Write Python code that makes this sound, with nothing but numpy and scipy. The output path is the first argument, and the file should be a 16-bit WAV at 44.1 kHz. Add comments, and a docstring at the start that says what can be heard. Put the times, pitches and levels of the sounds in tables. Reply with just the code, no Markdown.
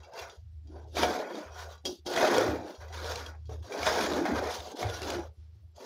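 """A steel shovel driven into a heap of gravel and cement, between roofless brick walls.
Stones knock in the heap and grate along the blade, grit makes the steel sing, sand hisses off it,
and single stones strike it with a crack, a clink and a thud. The near walls return short echoes.
Behind the work a low two-tone drone swells and drops out beneath a faint outdoor hush.
One microphone, with the deepest bass and the very top rolled off."""
import sys
import numpy as np
from scipy import signal
from scipy.fft import rfft, irfft, next_fast_len
from scipy.io import wavfile
from scipy.ndimage import uniform_filter1d

SR = 44100
rng = np.random.default_rng(int(sys.argv[2]) if len(sys.argv) > 2 else 0)


def file_out(sig):
    """Save sig as 16-bit WAV at sys.argv[1]."""
    # one column per channel
    cols = np.atleast_2d(sig).T
    # limit, then scale
    lim = np.clip(cols, -1, 1)
    pcm = np.round(lim * 32767).astype(np.int16)
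    wavfile.write(sys.argv[1], SR, pcm)


N = 257984

# modes of the steel blade: (frequency [Hz], relative level [dB], t60 before damping [s])
BLADE_MODES = [(258, -30, 0.3), (398, -8, 0.2), (976, -20, 0.15), (1157, -24, 0.2), (2420, -18, 0.14),
               (2710, -15, 0.09), (3275, -5, 0.25), (3730, -13, 0.12), (3960, -10, 0.14), (4600, -6, 0.3),
               (4960, -8, 0.15), (5660, -11, 0.25), (5820, -7, 0.3), (6250, -15, 0.15), (6490, -12, 0.15),
               (6869, -13, 0.18)]
# colour of running sand: (frequency [Hz], relative level [dB])
SAND_SPECTRUM = [(6200, -15.5), (7200, -5), (8300, -11.5), (11000, -7), (13500, -13), (14800, -14.5),
                 (15600, -8.5), (16500, -15)]


def heap():
    """Rumble, knocks, grating, grit and sand as the blade shifts the load, in jerks they all share."""
    # colours of the moving gravel, deep to bright: (frequency [Hz], relative level [dB])
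    rumble_spectrum = [(110, -16), (160, -11), (240, 2), (340, 10.5), (420, 8)]
    stone_spectrum = [(280, -31), (370, 4.5), (500, 6.5), (620, 6), (870, 2.5), (1100, -26)]
    grating_spectrum = [(750, -26), (920, 2), (1150, -5), (1520, -1.5), (1860, -9), (2550, -12),
                        (3100, -35.5)]
    grit_spectrum = [(2200, -12), (2700, -2.5), (3400, 5), (4300, 2.5), (5400, 2.5), (6500, -0.5),
                     (7200, -12.5), (8200, -33.5)]
    stones_db, rumble_db, grating_db, grit_db, free = strokes()
    sand_db = np.maximum(grit_db - 12.5, -91)    # a trickle that never stops
    jerks = drift(29)
    rumble = grains(rumble_spectrum, rumble_db, 0.53 * jerks, per_s=900, spread_db=3.5, cycles=33.5,
                    count=10)
    stones = grains(stone_spectrum, stones_db, 0.77 * jerks, per_s=900, spread_db=2, cycles=33, count=14)
    grating = grains(grating_spectrum, grating_db, 1.6 * jerks, per_s=4000, spread_db=2, cycles=73,
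                     count=20, dull_db=13)
    grit = grains(grit_spectrum, grit_db, 2.3 * jerks, per_s=9000, spread_db=2.5, cycles=62)
    sand = grains(SAND_SPECTRUM, sand_db, 2.1 * jerks, per_s=7000, spread_db=2.5, cycles=270)
    steel_share = np.interp(free, [0, 1], [.08, .5])    # of the grit's power
    steel = np.sqrt(steel_share) * from_db(grit_db) * singing_blade()
    return rumble + stones + grating + np.sqrt(1 - steel_share) * grit + sand + steel


def strokes():
    """Levels of stones, rumble, grating and grit, and how free the blade is of its load (0-1)."""
    # heavy thrusts and throws, then light drags and knocks, one curve a stroke: (time [s], stones [dB],
    # rumble [dB above stones], grating [dB above stones], grit [dB above stones])
    thrusts = [
        [(0.93, -61.5, 6, -11, -4), (0.976, -29, -20, -6.5, -8), (1.01, -39, 5.5, 8.5, 5),
         (1.038, -23.5, -9.5, -11.5, -13.5), (1.064, -35.5, -1, -3.5, -8.5), (1.202, -36, -7.5, -9.5, -14),
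         (1.256, -41, -10, -8, -20.5), (1.394, -43.5, 2.5, -6, -9), (1.5, -55, -20.5, 1.5, -12.5)],
        [(2.04, -94, 14, -41, -5), (2.062, -41.5, -4.5, -10, -4.5), (2.21, -30.5, -6.5, -0.5, -8),
         (2.23, -21.5, -4.5, -8.5, -13.5), (2.302, -30.5, 0, -1.5, -8), (2.424, -26.5, -6, -7, -14),
         (2.598, -44.5, 3, -8, -17), (2.702, -44, -4.5, -10.5, -13), (2.8, -63, -22.5, -5, -4.5)],
        [(2.81, -56, -25, 4, -3), (2.902, -51, -33, -8.5, -16.5), (2.944, -49, -16, 4.5, -0.5),
         (2.978, -48, -6.5, 1, -1), (3.118, -39.5, -20, -3, -5), (3.29, -56.5, 1, 4, -0.5),
         (3.352, -62, -7, 2, -13.5), (3.406, -72, -18, -19, -14), (3.45, -101, 21, 16, 8)],
        [(3.63, -66, -3.5, 3.5, 4), (3.734, -37, -9, -11.5, -15.5), (3.818, -39, -7.5, -2, -6.5),
         (3.856, -43, -7, 2, 0.5), (3.868, -33, -7, 3.5, -3.5), (3.952, -31, -11.5, -6, -8),
         (3.98, -29.5, -6, -3, -8), (4.056, -36, 0, -1, -4.5), (4.2, -34, 4, -7, -14.5)],
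        [(4.21, -33, -8, -6.5, -13.5), (4.234, -40.5, 11, -5, -12), (4.252, -34.5, -1, -3, -14.5),
         (4.344, -36, 6, -3, -12.5), (4.492, -33.5, -16.5, -9, -16.5), (4.518, -41, -11.5, -1, -1),
         (4.69, -49.5, -10.5, -7, -5), (4.722, -51, -7.5, -4.5, -5), (4.75, -44.5, 4, -22, -23.5)],
        [(4.76, -47.5, -9.5, -11, -7), (4.826, -34.5, -5, -4.5, -4), (4.852, -37.5, -11, -4.5, -11.5),
         (4.976, -46, -10.5, -3.5, -1), (5.128, -37.5, -1, -4.5, -7.5), (5.19, -42.5, 3.5, -5.5, -13.5),
         (5.274, -55, -10, -4.5, -9.5), (5.32, -68.5, -33.5, -28, -35), (5.37, -85.5, 6.5, -6, 1.5)],
    ]
    drags = [
        [(0.0, -61.5, -11, 0, -11), (0.106, -54, -22.5, -10, -20), (0.198, -45.5, -47, 1, -1),
         (0.292, -55, -13, 1, -9), (0.354, -59, -34, -3.5, -6), (0.45, -92, 6, -18, 3)],
        [(0.62, -90, 9, -11, -2), (0.698, -69.5, 18, -7, -5), (0.768, -47, -7, -11, -23),
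         (0.844, -62.5, 0, -3.5, -9), (0.856, -51.5, -8, -15, -27), (0.92, -68, 0, -19, -1)],
        [(1.51, -54.5, -32, -5, -10), (1.594, -52.5, -28, 7.5, 3), (1.692, -50, -28, -9, -12.5),
         (1.75, -59.5, -18, 3.5, -0.5), (1.818, -82, -4, 4, -8), (1.83, -101, -13, -24, -18)],
        [(1.84, -68, 1, -36, -21), (1.856, -43, -10, -4, 6.5), (1.89, -45, 9.5, -14, -1),
         (1.93, -56.5, 9, -14, 2), (1.998, -90, 14, -10, 20), (2.03, -93, 8, -2.5, -11)],
        [(3.47, -90, 17, -26, 19), (3.488, -66, -1, -16, -13), (3.496, -49, -16, -13, -15),
         (3.524, -44, -2, -9.5, -13.5), (3.578, -60.5, -12, -9, -10.5), (3.62, -65.5, 13, -17, -14)],
        [(5.73, -83, -4, -14.5, -13), (5.762, -64, -18, -7, 2.5), (5.778, -51.5, -21, -14, -11.5),
         (5.808, -49, 0.5, -4.5, -4.5), (5.838, -44, -21, -10, -15), (5.85, -51, 1, -4, -4)],
    ]
    times, *columns = np.transpose(sorted(row for stroke in thrusts + drags for row in stroke))
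    stones_db, *above_db = [np.interp(np.arange(N) / SR, times, column) for column in columns]
    rumble_db, grating_db, grit_db = stones_db + np.array(above_db)
    free = np.interp(grit_db, [-59, -50], [1, 0])    # loud grit means a buried blade
    for stroke in drags:
        free[int(stroke[0][0] * SR):int(stroke[-1][0] * SR)] = 1    # a dragged blade carries no load
    return stones_db, rumble_db, grating_db, grit_db, uniform_filter1d(free, size=441)


def grains(spectrum, level_db, jerk_db, per_s, spread_db, cycles, count=26, dull_db=0):
    """Random contacts of uneven size, each ringing for some cycles at one of `count` pitches."""
    sizes = from_db(spread_db * np.minimum(rng.exponential(1, N), 5)) * rng.choice([-1, 1], N)
    contacts = sizes * (rng.random(N) < per_s / SR)
    pitch_index = rng.integers(0, count, N)
    light = np.clip((level_db.max() - level_db - 19.5) / 16, 0, 1)    # 0 full thrust, 1 light drag
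    patchy_db = 2 + 3 * light    # a light drag lets a few pitches sing at a time
    low_hz, high_hz = spectrum[1][0], spectrum[-2][0]
    pitches = np.geomspace(low_hz, high_hz, count) * rng.uniform(.985, 1.015, count)
    out, power = np.zeros(N), np.zeros(N)
    for k, hz in enumerate(pitches):
        ringing = ring(contacts * (pitch_index == k), hz, cycles / hz)
        pitch_db = at_hz(spectrum, hz) - dull_db * light * k / count + patchy_db * drift(6.5)
        gain = from_db(pitch_db) * np.sqrt(hz)    # log-spaced pitches cover more Hz higher up
        out += gain * rms_one(ringing)
        power += gain ** 2
    skirts = [(spectrum[0][0] / 2, -60), spectrum[0], (low_hz, 0),
              (high_hz, 0), spectrum[-1], (spectrum[-1][0] * 2, -60)]
    return from_db(level_db + jerk_db) * coloured(out / np.sqrt(power), skirts)


def singing_blade(per_s=1500, damped_t60_s=.03):
    """Sliding grit rings the upper blade modes by turns, damped by a film of gravel; rms 1."""
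    out = np.zeros(N)
    for hz, level_db, t60 in BLADE_MODES:
        if 2600 < hz < 7000:
            taps = (rng.random(N) < per_s / SR) * rng.standard_normal(N)
            ringing = rms_one(ring(taps, hz, min(t60, damped_t60_s)))
            out += from_db(level_db / 2 + 5 * drift(8)) * ringing
    return rms_one(out)


def stone_strikes(crack_s=.0026, spray_s=.006, thud_t60_s=.2, blade_t60_s=.14):
    """Each stone cracks, clinks, thuds, sprays sand and rings the blade, more so when it is empty."""
    # single stones on the steel: (time [s], crack base level [dB], clink pitch [Hz],
    # thud base level [dB], thud pitch [Hz])
    hits = [(0.0034, -55, 3870, -56, 380), (0.0327, -48, 2710, -52, 630), (0.046, -49.5, 2300, -56, 600),
            (0.1364, -48, 5290, -32.5, 672), (0.176, -41, 2720, -34, 660), (0.2398, -51, 2570, -37, 676),
            (0.2977, -42, 3570, -47, 795), (0.6733, -58, 4900, -67, 320), (0.955, -38, 3080, -34, 390),
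            (0.9688, -25.5, 2320, -20.5, 710), (1.0328, -14, 2310, -8, 720),
            (1.1494, -36, 2130, -18.5, 729), (1.1914, -34, 2180, -21.5, 635),
            (1.3535, -37.5, 3680, -50, 282), (1.412, -48, 3490, -44, 404), (1.5574, -58, 5500, -34, 730),
            (1.726, -47, 3480, -53.5, 708), (1.779, -55, 3970, -52.5, 500), (1.8533, -27, 3275, -30, 398),
            (1.8585, -28, 4960, -28, 370), (2.07, -34, 5200, -32, 482), (2.0644, -34, 3230, -21.5, 359),
            (2.1378, -36, 4880, -22, 724), (2.1626, -22, 3270, -23, 530), (2.176, -19, 2050, -11.5, 657),
            (2.2093, -19.5, 2040, -30, 660), (2.2321, -35, 2090, -6, 628), (2.3426, -31, 5460, -18, 507),
            (2.3821, -25, 5600, -8.5, 502.5), (2.4806, -27.5, 2030, -19, 590),
            (2.7503, -47.5, 4300, -54, 490), (2.8156, -52, 2030, -37, 590), (2.8828, -48, 2000, -47, 610),
            (2.927, -41, 1990, -48, 955), (3.0445, -33, 3420, -23.5, 461), (3.157, -26.5, 4050, -53, 534),
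            (3.2625, -33, 3260, -50, 1035), (3.456, -55.5, 4420, -66, 333), (3.493, -60, 3780, -29, 443),
            (3.6431, -54, 4000, -36, 705), (3.7223, -30, 2360, -41, 470), (3.7766, -38, 4450, -23, 690),
            (3.8305, -21, 2250, -19, 721), (3.8678, -26.5, 2230, -8.5, 632), (4.135, -28, 3530, -17, 599),
            (4.2543, -24.5, 2100, -15, 752), (4.6037, -33.5, 3620, -29, 712),
            (4.7165, -40.5, 6400, -32.5, 467), (4.8282, -24, 2190, -18, 733), (4.8984, -30, 3490, -26, 465),
            (5.0188, -33, 4800, -24.5, 393), (5.1028, -25, 4840, -34.5, 683),
            (5.765, -54, 6980, -46.5, 559)]
    times, cracks_db = np.transpose(hits)[:2]
    starts = np.round(times * SR).astype(int)
    free = strokes()[-1][np.maximum(starts - SR // 40, 0)]    # 25 ms before each hit
    ring_db = cracks_db - 24 + 15 * free
    scatter_db = rng.normal(0, 0.82, (len(hits), len(BLADE_MODES)))
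    out, sprays = np.zeros(N), np.zeros(N)
    for k, (hz, level_db, t60) in enumerate(BLADE_MODES):
        blows = np.zeros(N)
        blows[starts] = from_db(ring_db + level_db + scatter_db[:, k])
        out += ring(blows, hz, min(t60, blade_t60_s))
    click = signal.unit_impulse(SR // 5)
    crack_decay = np.exp(-np.arange(len(click)) / (crack_s * SR))
    for start, empty, (_, crack_db, clink_hz, thud_db, thud_hz) in zip(starts, free, hits):
        splinters = rng.standard_normal(len(click)) * crack_decay
        snap = band_pass(splinters - 0.75 * click, 0.35 * clink_hz, 1.3 * clink_hz)
        crack = from_db(crack_db + 2 - 6 * empty) * snap    # an empty blade pings more than it cracks
        clink = from_db(crack_db - 7) * ring(click, clink_hz, t60=.036 + .035 * empty)
        overtone = 0.62 * ring(click, 1.25 * thud_hz, 0.053 * thud_t60_s)
        thud = from_db(thud_db - 12.5) * (ring(click, thud_hz, thud_t60_s) + overtone)
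        out[start:start + len(click)] += (crack + clink + thud)[:N - start]
    sprays[starts] = from_db(cracks_db - 28.5)
    spray_envelope = signal.lfilter([1], [1, -np.exp(-1 / (spray_s * SR))], sprays + 1e-18)
    return out + spray_envelope * coloured(rng.standard_normal(N), [(3000, -36.5)] + SAND_SPECTRUM)


def wall_echoes(x, t60_s=.11, cut_hz=4200):
    """Sound bounces between the brick walls on eight paths of 12-40 ms, duller on every round."""
    out, pole = np.zeros(N), np.exp(-2 * np.pi * cut_hz / SR)
    for k, lag in enumerate((rng.uniform(.012, .04, 8) * SR).astype(int)):
        loop, state = x.copy(), [0.]
        gain = from_db(-60 * lag / SR / t60_s)
        for i in range(lag, N, lag):
            echo, state = signal.lfilter([gain * (1 - pole)], [1, -pole], loop[i - lag:i], zi=state)
            loop[i:i + lag] += echo[:N - i]
        out += (loop - x) * (-1) ** k
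    return out


def drone(low_hz=78.3, upper_hz=104.8, rumble_hz=60.3):
    """Two unsteady low tones beat against each other; a lumpy rumble rides with the lower one."""
    # when each tone sounds: (start [s], end [s], start level [dB], end level [dB])
    low_spells = [(-0.05, .09, -34, -60), (.22, .31, -47, -52), (.38, 1.12, -42.5, -41),
                  (1.46, 1.9, -46, -54), (2.0, 2.2, -53.5, -62), (2.49, 2.66, -35.5, -57),
                  (2.79, 3.24, -40, -41.5), (3.28, 3.63, -44, -39.5), (3.81, 4.2, -40, -45),
                  (4.33, 4.54, -35.5, -46), (4.59, 4.69, -38.5, -56), (4.84, 5.31, -33.5, -44.5),
                  (5.38, 5.57, -41, -47.5), (5.63, 5.77, -43.5, -55.5)]
    upper_spells = [(.43, .7, -53.5, -59), (2.34, 2.62, -46, -46), (2.8, 3.0, -52, -57),
                    (3.4, 3.66, -52, -43.5), (4.37, 4.45, -44, -50), (4.85, 4.98, -36.5, -47),
                    (5.5, 5.7, -56.5, -52.5)]
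    low_db = spell_levels(low_spells)
    upper_db = np.maximum(spell_levels(upper_spells), low_db - 16.5)    # also follows the lower tone
    low = tone(low_hz + 1.1 * drift(3.5)) * from_db(low_db + 3.2 * drift(2.8))
    upper = tone(upper_hz + 3 * drift(6)) * from_db(upper_db + 4.7 * drift(11))
    rumble = band_pass(rng.standard_normal(N), 0.86 * rumble_hz, 1.3 * rumble_hz)
    return low + upper + from_db(low_db - 12.5) * rms_one(rumble)


def spell_levels(spells, rise_db_per_s=904, fall_db_per_s=597, silent_db=-82):
    """Level in dB: each spell rises steeply, slides from its first level to its last and falls away."""
    t, curves = np.arange(N) / SR, []
    for start, end, first_db, last_db in spells:
        onset = start - (first_db - silent_db) / rise_db_per_s
        gone = end + (last_db - silent_db) / fall_db_per_s
        curves.append(np.interp(t, [onset, start, end, gone], [silent_db, first_db, last_db, silent_db]))
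    return np.max(curves, axis=0)


def hush(air_db=-76, tone_hz=186, tone_db=-79):
    """Faint outdoor air, wavering a little, with a thin tone in it."""
    # colour of the open air: (frequency [Hz], relative level [dB])
    air_spectrum = [(76, -14), (130, 1), (150, -1.5), (186, -1.5), (228, -35.5), (290, -13), (340, -13.5),
                    (497, -18.5), (5500, -21.5), (7890, -37.5), (15600, -46)]
    thin_tone = tone(tone_hz + 1.2 * drift(5.7)) * from_db(tone_db + drift(3))
    air = from_db(air_db + 1.6 * drift(5)) * coloured(rng.standard_normal(N), air_spectrum)
    return thin_tone + air


def from_db(db):
    """dB to gain."""
    return 10 ** (np.asarray(db) / 20)


def rms_one(x):
    """Scaled to rms 1."""
    return x / np.sqrt(np.mean(x ** 2) + 1e-20)


def at_hz(spectrum, hz):
    """A spectrum read on a log-frequency axis."""
    frequencies, levels_db = np.transpose(spectrum)
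    return np.interp(np.log(hz), np.log(frequencies), levels_db)


def drift(rate_hz):
    """Slow random wander of spread 1: low-passed noise, drawn at every 40th sample."""
    pole = np.exp(-80 * np.pi * rate_hz / SR)
    slow = signal.lfilter([1], [1, -2 * pole, pole * pole], rng.standard_normal(N // 40 + 2002))[2000:]
    return np.interp(np.arange(N) / 40, np.arange(len(slow)), rms_one(slow))


def tone(hz):
    """A sine that follows a pitch curve."""
    return np.sin(2 * np.pi * np.cumsum(hz) / SR)


def ring(clicks, hz, t60):
    """A unit click sets a decaying sine of height 1 ringing."""
    r, w = from_db(-60 / (t60 * SR)), 2 * np.pi * hz / SR
    return signal.lfilter([0, np.sin(w)], [1, -2 * r * np.cos(w), r * r], clicks + 1e-18)


def band_pass(x, low_hz, high_hz):
    """Keeps one band, with gentle slopes."""
    return signal.sosfilt(signal.butter(2, [low_hz, high_hz], "band", fs=SR, output="sos"), x)


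def coloured(x, spectrum):
    """Filters a signal by a spectrum; rms 1."""
    size = next_fast_len(N)
    hz = np.maximum(np.arange(size // 2 + 1) * SR / size, 1)
    return rms_one(irfft(rfft(x, size) * from_db(at_hz(spectrum, hz)), size)[:N])


def scene():
    """What reaches the microphone: the shovel, its echoes off the walls, the drone and the hush."""
    shovel = heap() + stone_strikes()
    return (shovel + from_db(-10.5) * wall_echoes(shovel) + drone() + hush())[None]


def record(dry, low_cut_hz=48, high_cut_hz=15730):
    """The microphone drops the deepest bass; the top is cut steeply."""
    lean = signal.sosfilt(signal.butter(2, low_cut_hz, "high", fs=SR, output="sos"), dry)
    return signal.sosfilt(signal.ellip(16, .5, 90, high_cut_hz, fs=SR, output="sos"), lean)


dry = scene()
out = record(dry)
file_out(out)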